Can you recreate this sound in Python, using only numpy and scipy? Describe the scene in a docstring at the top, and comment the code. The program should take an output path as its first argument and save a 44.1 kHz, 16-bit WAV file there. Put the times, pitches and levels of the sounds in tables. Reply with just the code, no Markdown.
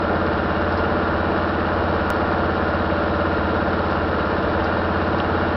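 """Just outside the door of a V8 truck, which pulls steadily through deep snow.
The exhaust burbles in a lopsided eight-beat pattern, built from wavering tones locked to the engine cycle.
Impulses knock through ringing bodywork, flaring noise makes the rasp, noise ticks make the valves,
and an unsteady sine is the whine of the drive gears. Shaped noise is the tyre churning and throwing powder,
short noise bursts are crumbs of snow hitting the sill, and one fast-dying pulse is a sharp click."""
import sys
import numpy as np
from scipy import signal
from scipy.fft import rfft, irfft, next_fast_len
from scipy.io import wavfile
from scipy.ndimage import uniform_filter1d, map_coordinates

SR = 44100
rng = np.random.default_rng(int(sys.argv[2]) if len(sys.argv) > 2 else 0)


def inscribe(sig):
    """Save sig as 16-bit PCM at rate SR to the path in sys.argv[1].

    A 1-D sig is mono; a 2-D sig holds one channel per row.
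    Samples are clipped to [-1, 1] before scaling.
    """
    pcm = np.round(np.clip(np.atleast_2d(sig).T, -1, 1) * 32767)
    wavfile.write(sys.argv[1], SR, pcm.astype(np.int16))


N = 245195  # length of the scene in samples


def amp(db):
    """Turn decibels into a gain."""
    return 10 ** (np.asarray(db) / 20)


def unit(x):
    """Scale x to an rms (average strength) of 1."""
    return x / np.sqrt(np.mean(x ** 2) + 1e-20)


def curves(rows):
    """Draw straight lines between the rows: one value per sample for each column after the time."""
    times, *columns = np.transpose(rows)
    t = np.arange(N) / SR
    return [np.interp(t, times, column) for column in columns]


def wobble(rate):
    """A smooth random curve with `rate` random points a second."""
    points = rng.standard_normal(int(N * rate / SR) + 4)
    return map_coordinates(points, [np.arange(N) * rate / SR])


def filtered(x, response):
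    """Multiply the spectrum of x by a response, given as a function of frequency."""
    padded = next_fast_len(N + SR // 2)
    hz = np.fft.rfftfreq(padded, 1 / SR)
    return irfft(rfft(x, padded) * response(hz), padded)[:N]


def coloured(x, points):
    """Shape x by (frequency [Hz], level [dB]) points on a log frequency axis, at rms 1."""
    point_hz, db = np.transpose(points)
    return unit(filtered(x, lambda hz: amp(np.interp(np.log(hz + 1), np.log(point_hz), db))))


def ringing(x, modes):
    """Ring x through side-by-side resonances (centre [Hz], width [Hz], level [dB]), at rms 1."""
    def response(f):
        return sum(
            amp(db) * 1j * f * width / (centre ** 2 - f ** 2 + 1j * f * width)
            for centre, width, db in modes)
    return unit(filtered(x, response))


def low_pass(x, corner_hz, order):
    """Remove what lies above the corner; a higher order falls more steeply."""
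    return filtered(x, lambda hz: 1 / np.sqrt(1 + (hz / corner_hz) ** (2 * order)))


CLICK_S = 2.1034  # when the click comes [s]
# Engine speed, sagging and recovering under a steady throttle: (time [s], speed [revolutions a minute])
ENGINE_SPEED = [(0.0, 2063.9), (0.4, 2057.1), (1.6, 2084.9), (3.0, 2050.9), (4.3, 2055.6), (5.56, 2077.3)]


def crank():
    """Count four-stroke cycles, each two turns of the crank; the beat jumps ahead at the click."""
    rpm, = curves(ENGINE_SPEED)
    start, jump = 0.63, 0.4  # [cycles]
    after_click = np.arange(N) > CLICK_S * SR
    return start + np.cumsum(rpm) / (120 * SR) + jump * after_click


# Exhaust tones: (multiple of the cycle rate [-], rms level before wavering and the final trim [dB])
EXHAUST_TONES = [(4, -35.5), (5, -29.5), (7, -46.5), (8, -42.5), (9, -42.5), (10, -41), (11, -35),
                 (12, -35), (13, -42), (14, -36), (15, -45), (17, -41.5), (18, -34.5), (19, -33), (20, -37),
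                 (21, -46.5), (24, -37.5), (25, -52), (26, -34.5), (27, -37), (30, -37.5), (32, -39.5),
                 (33, -38), (34, -42.5), (35, -34.5), (37, -45.5), (38, -46), (39, -44), (40, -41.5),
                 (41, -40)]
# Resonances of the exhaust pipe: (frequency [Hz], point where it swells [cycles, 0-1])
PIPE_RESONANCES = [(78, 0.54), (140, 0.71), (200, .39), (325, 0.98), (455, .22), (570, .48), (700, 0.8)]


def exhaust(cycle, waver_db=1, smear_rad=0.37, shake_rad=0.091):
    """Uneven firing feeds many multiples of the cycle; tones near one pipe resonance throb together."""
    pipe_hz, swells_at = np.transpose(PIPE_RESONANCES)
    cycle_hz = np.median(np.diff(cycle)) * SR
    out = np.zeros(N)
    for multiple, db in EXHAUST_TONES:
        nearest = np.argmin(np.abs(pipe_hz - multiple * cycle_hz))
        phase = 2 * np.pi * multiple * (cycle - swells_at[nearest])
        phase += smear_rad * rng.standard_normal() + shake_rad * wobble(8.9)
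        # A cosine times sqrt(2) has rms 1.
        out += amp(db + waver_db * wobble(5)) * np.sqrt(2) * np.cos(phase)
    return out


# The cylinders in firing order: (relative knock level [dB], relative rasp level [dB])
CYLINDER_LEVELS = [(-4, 3), (6.5, -5.5), (-1, 3), (-1.5, -3.5), (5.5, 0.5), (-11, 1), (3, 0), (-6, -1)]


def firings(cycle, index, scatter_db, jitter_s):
    """One impulse each time this cylinder fires, never quite alike in size or timing."""
    firing_points = np.arange(1, int(cycle[-1]) + 1) + index / len(CYLINDER_LEVELS)
    at = np.interp(firing_points, cycle, np.arange(N))
    chance = rng.standard_normal((len(at), 2))
    jittered = np.abs(at + jitter_s * SR * chance[:, 0])
    at = jittered[at < N - 1]  # drop firings after the end
    sizes = amp(scatter_db * chance[:len(at), 1])
    return np.bincount(at.astype(int), sizes, N)[:N]


# Bodywork rung by the knocks: (centre [Hz], width [Hz], relative level [dB])
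BODY_RESONANCES = [(768, 50, -3), (850, 60, -3), (1028, 40, -1), (1130, 40, -1), (1215, 45, -3),
                   (1287, 32, -1), (1392, 55, 1.5), (1440, 28, 1.5), (1544, 26, 4), (1680, 70, -7),
                   (1795, 45, -5)]
# What the bonnet lets through of the knocks: (frequency [Hz], relative level [dB])
BONNET_COLOUR = [(300, -32.5), (600, -8), (800, 4), (1550, 0.5), (1800, -6.5), (1950, -19.5), (2400, -22.5),
                 (5000, -30.5)]


def knocks(cycle, spread_s=0.00304, size=2048, count=70):
    """Each cylinder knocks the bodywork by its own path, which delays every frequency differently."""
    out = np.zeros(N)
    bins = np.linspace(0, count - 1, size // 2 + 1)
    for index, (knock_db, _) in enumerate(CYLINDER_LEVELS):
        delay_s = spread_s * np.interp(bins, np.arange(count), rng.random(count))
        # Adding the delays up along frequency gives the phase of the path.
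        phase = -2 * np.pi * np.cumsum(delay_s) * SR / size
        path = irfft(np.exp(1j * phase))[:size // 2]
        blows = firings(cycle, index, scatter_db=1.5, jitter_s=0.00003)
        out += amp(knock_db) * signal.fftconvolve(blows, path)[:N]
    return coloured(ringing(out, BODY_RESONANCES), BONNET_COLOUR)


# Colour of the rasp of the engine bay: (frequency [Hz], relative level per Hz [dB])
RASP_COLOUR = [(150, -26.5), (400, -2), (750, -2), (1100, -1), (1300, -0.5), (1400, 3), (1510, -6.5),
               (1780, -4.5), (2050, -19.5), (3000, -26), (5500, -60)]


def rasp(cycle, rise_db=1.5):
    """Turbulent noise takes a new strength at every firing and grows slightly until the next."""
    beat = cycle * len(CYLINDER_LEVELS)
    firing_now = beat.astype(int) % len(CYLINDER_LEVELS)
    strength_db = np.array(CYLINDER_LEVELS)[firing_now, 1]
    noise = amp(strength_db + rise_db * (beat % 1)) * rng.standard_normal(N)
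    return coloured(noise, RASP_COLOUR)


# Steel panels rung by the valve gear: (centre [Hz], width [Hz], relative level [dB])
PANEL_RESONANCES = [(2220, 55, -3), (2386, 130, -2), (2788, 58, 3.5), (2864, 49, -1), (3840, 49, 0),
                    (4290, 190, -11.5)]


def valves(cycle, count=16, fall_db=30, uneven_db=1.5, tick_db=-7, swell_db=3.5, swells_at=0.3):
    """Valves tick in turn, unequally: a dry tick, and a ring of panels that swells once a cycle."""
    beat = cycle * count
    strengths = rng.permutation(np.linspace(-2, 2, count))
    strength_db = uneven_db * strengths[beat.astype(int) % count]
    ticks = amp(strength_db - fall_db * (beat % 1)) * rng.standard_normal(N)
    swell = amp(swell_db * np.cos(2 * np.pi * (cycle - swells_at)))
    panel_ring = ringing(swell * ticks, PANEL_RESONANCES)
    dry_ticks = coloured(ticks, [(1200, -20), (2500, 1.5), (4200, -3.5), (6500, -12.0)])
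    return unit(panel_ring + amp(tick_db) * dry_ticks)


# Whine of the drive gears: (time [s], pitch before drift [Hz], level before wavering [dB])
GEAR_WHINE = [(0, 590, -35), (.95, 590, -35), (1.6, 599, -38), (2.85, 587, -36), (4.15, 576, -38),
              (5.56, 595, -36)]


def whine(drift_rad=0.7, waver_db=3):
    """The drive gears sing at their own pace, unsteadily, as the tyres slip and grip."""
    pitch_hz, db = curves(GEAR_WHINE)
    phase = 2 * np.pi * np.cumsum(pitch_hz) / SR + drift_rad * wobble(15)
    return amp(db) * unit(amp(waver_db * wobble(10)) * np.sin(phase))


# Colour of the tyre in snow: (frequency [Hz], relative level per Hz [dB])
CHURN_COLOUR = [(8, -21.5), (22, -3.5), (50, 2), (200, 2), (480, 1.5), (900, 1), (1500, -18), (2000, -20),
                (3000, -51)]


def churn(mean_db=-28.5, waver_db=0.87):
    """The tyre works through the snow: mostly low noise whose level wavers."""
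    level = amp(mean_db + waver_db * wobble(6.9))
    return level * coloured(rng.standard_normal(N), CHURN_COLOUR)


# Colour of the thrown powder: (frequency [Hz], relative level per Hz [dB])
POWDER_COLOUR = [(800, -11), (1800, 1.5), (2200, 3.5), (3300, 2), (4200, -0.5), (4800, -6.7), (5250, -4),
                 (6000, -15)]


def powder(grains_per_s=900, grain_db=-5, clump_db=0.45):
    """Thrown snow: a fine hiss and separate grains that arrive in clumps."""
    clumps = amp(clump_db * wobble(22))
    lands = rng.random(N) < grains_per_s * clumps / SR
    grains = lands * rng.standard_normal(N)
    hiss = coloured(rng.standard_normal(N), POWDER_COLOUR)
    return unit(hiss + amp(grain_db) * clumps * coloured(grains, POWDER_COLOUR))


# Clods hitting the sill: (time [s], peak rms level [dB], pitch [Hz], time to fall by 60 dB [s])
SNOW_CRUMBS = [(.265, -35, 4200, .012), (.723, -37, 4320, .015), (.773, -39, 4650, .1),
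               (1.378, -37.5, 4050, .015), (1.49, -40, 4270, .05), (3.794, -39, 3880, .012),
               (3.91, -43, 4700, .07), (4.531, -40, 3910, .012), (4.64, -38, 5000, 0.076),
               (5.184, -39, 4730, .03), (5.201, -23, 3080, 0.008)]


def crumbs(spread=0.19):
    """Each clod bursts against the metal: hard ones snap, soft ones crumble with a hiss."""
    out = np.zeros(N + SR)
    t = np.arange(SR // 8) / SR
    for start_s, db, hz, life_s in SNOW_CRUMBS:
        edges_hz = hz * np.exp([-spread, spread])
        band = signal.butter(3, edges_hz, "bandpass", fs=SR, output="sos")
        burst = signal.sosfilt(band, amp(-60 * t / life_s) * rng.standard_normal(len(t)))
        loudest = uniform_filter1d(burst ** 2, size=88).max()  # strongest 2 ms
        out[round(start_s * SR):][:len(t)] += amp(db) * burst / np.sqrt(loudest)
    return out[:N]


def click(db=-9.5, life_s=0.00015):
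    """One dry, sharp click: a sudden step that dies away at once."""
    t = np.arange(N) / SR - CLICK_S
    return -amp(db) * (t >= 0) * np.exp(-np.abs(t) / life_s)


KNOCK_DB, RASP_DB = -30, -27  # rms before the revs alter them [dB]
VALVES_DB = -44  # rms [dB]
POWDER_DB = -41.5  # rms before the slow rise [dB]
BAY_DB_PER_RPM = 0.0137  # the engine bay grows louder as the revs rise
SPRAY_DB_PER_S = 0.18  # the tyre throws a little more powder as it goes


def scene():
    """Add engine and tyre, both close by without echo; the engine bay follows the revs."""
    cycle = crank()
    rpm, = curves(ENGINE_SPEED)
    t = np.arange(N) / SR
    effort_db = BAY_DB_PER_RPM * (rpm - rpm.mean())
    bay = amp(effort_db) * (amp(KNOCK_DB) * knocks(cycle) + amp(RASP_DB) * rasp(cycle))
    engine = amp(-0.74) * exhaust(cycle) + bay
    machinery = amp(VALVES_DB) * valves(cycle) + whine()
    tyre = churn()
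    spray = amp(POWDER_DB + SPRAY_DB_PER_S * (t - t.mean())) * powder()
    return (engine + machinery + tyre + spray + crumbs())[None]


BAND_HZ, EDGE_HZ = 5400, 6200  # two treble limits for everything but the click
TOP_HZ = 15600  # treble limit for the whole sound, click included


def record(dry):
    """Narrow the scene's treble in two steps, then add the click, which reaches higher."""
    narrow = low_pass(low_pass(dry[0], BAND_HZ, order=16), EDGE_HZ, order=90)
    return low_pass(narrow + click(), TOP_HZ, order=60)[None]


dry = scene()
out = record(dry)
inscribe(out)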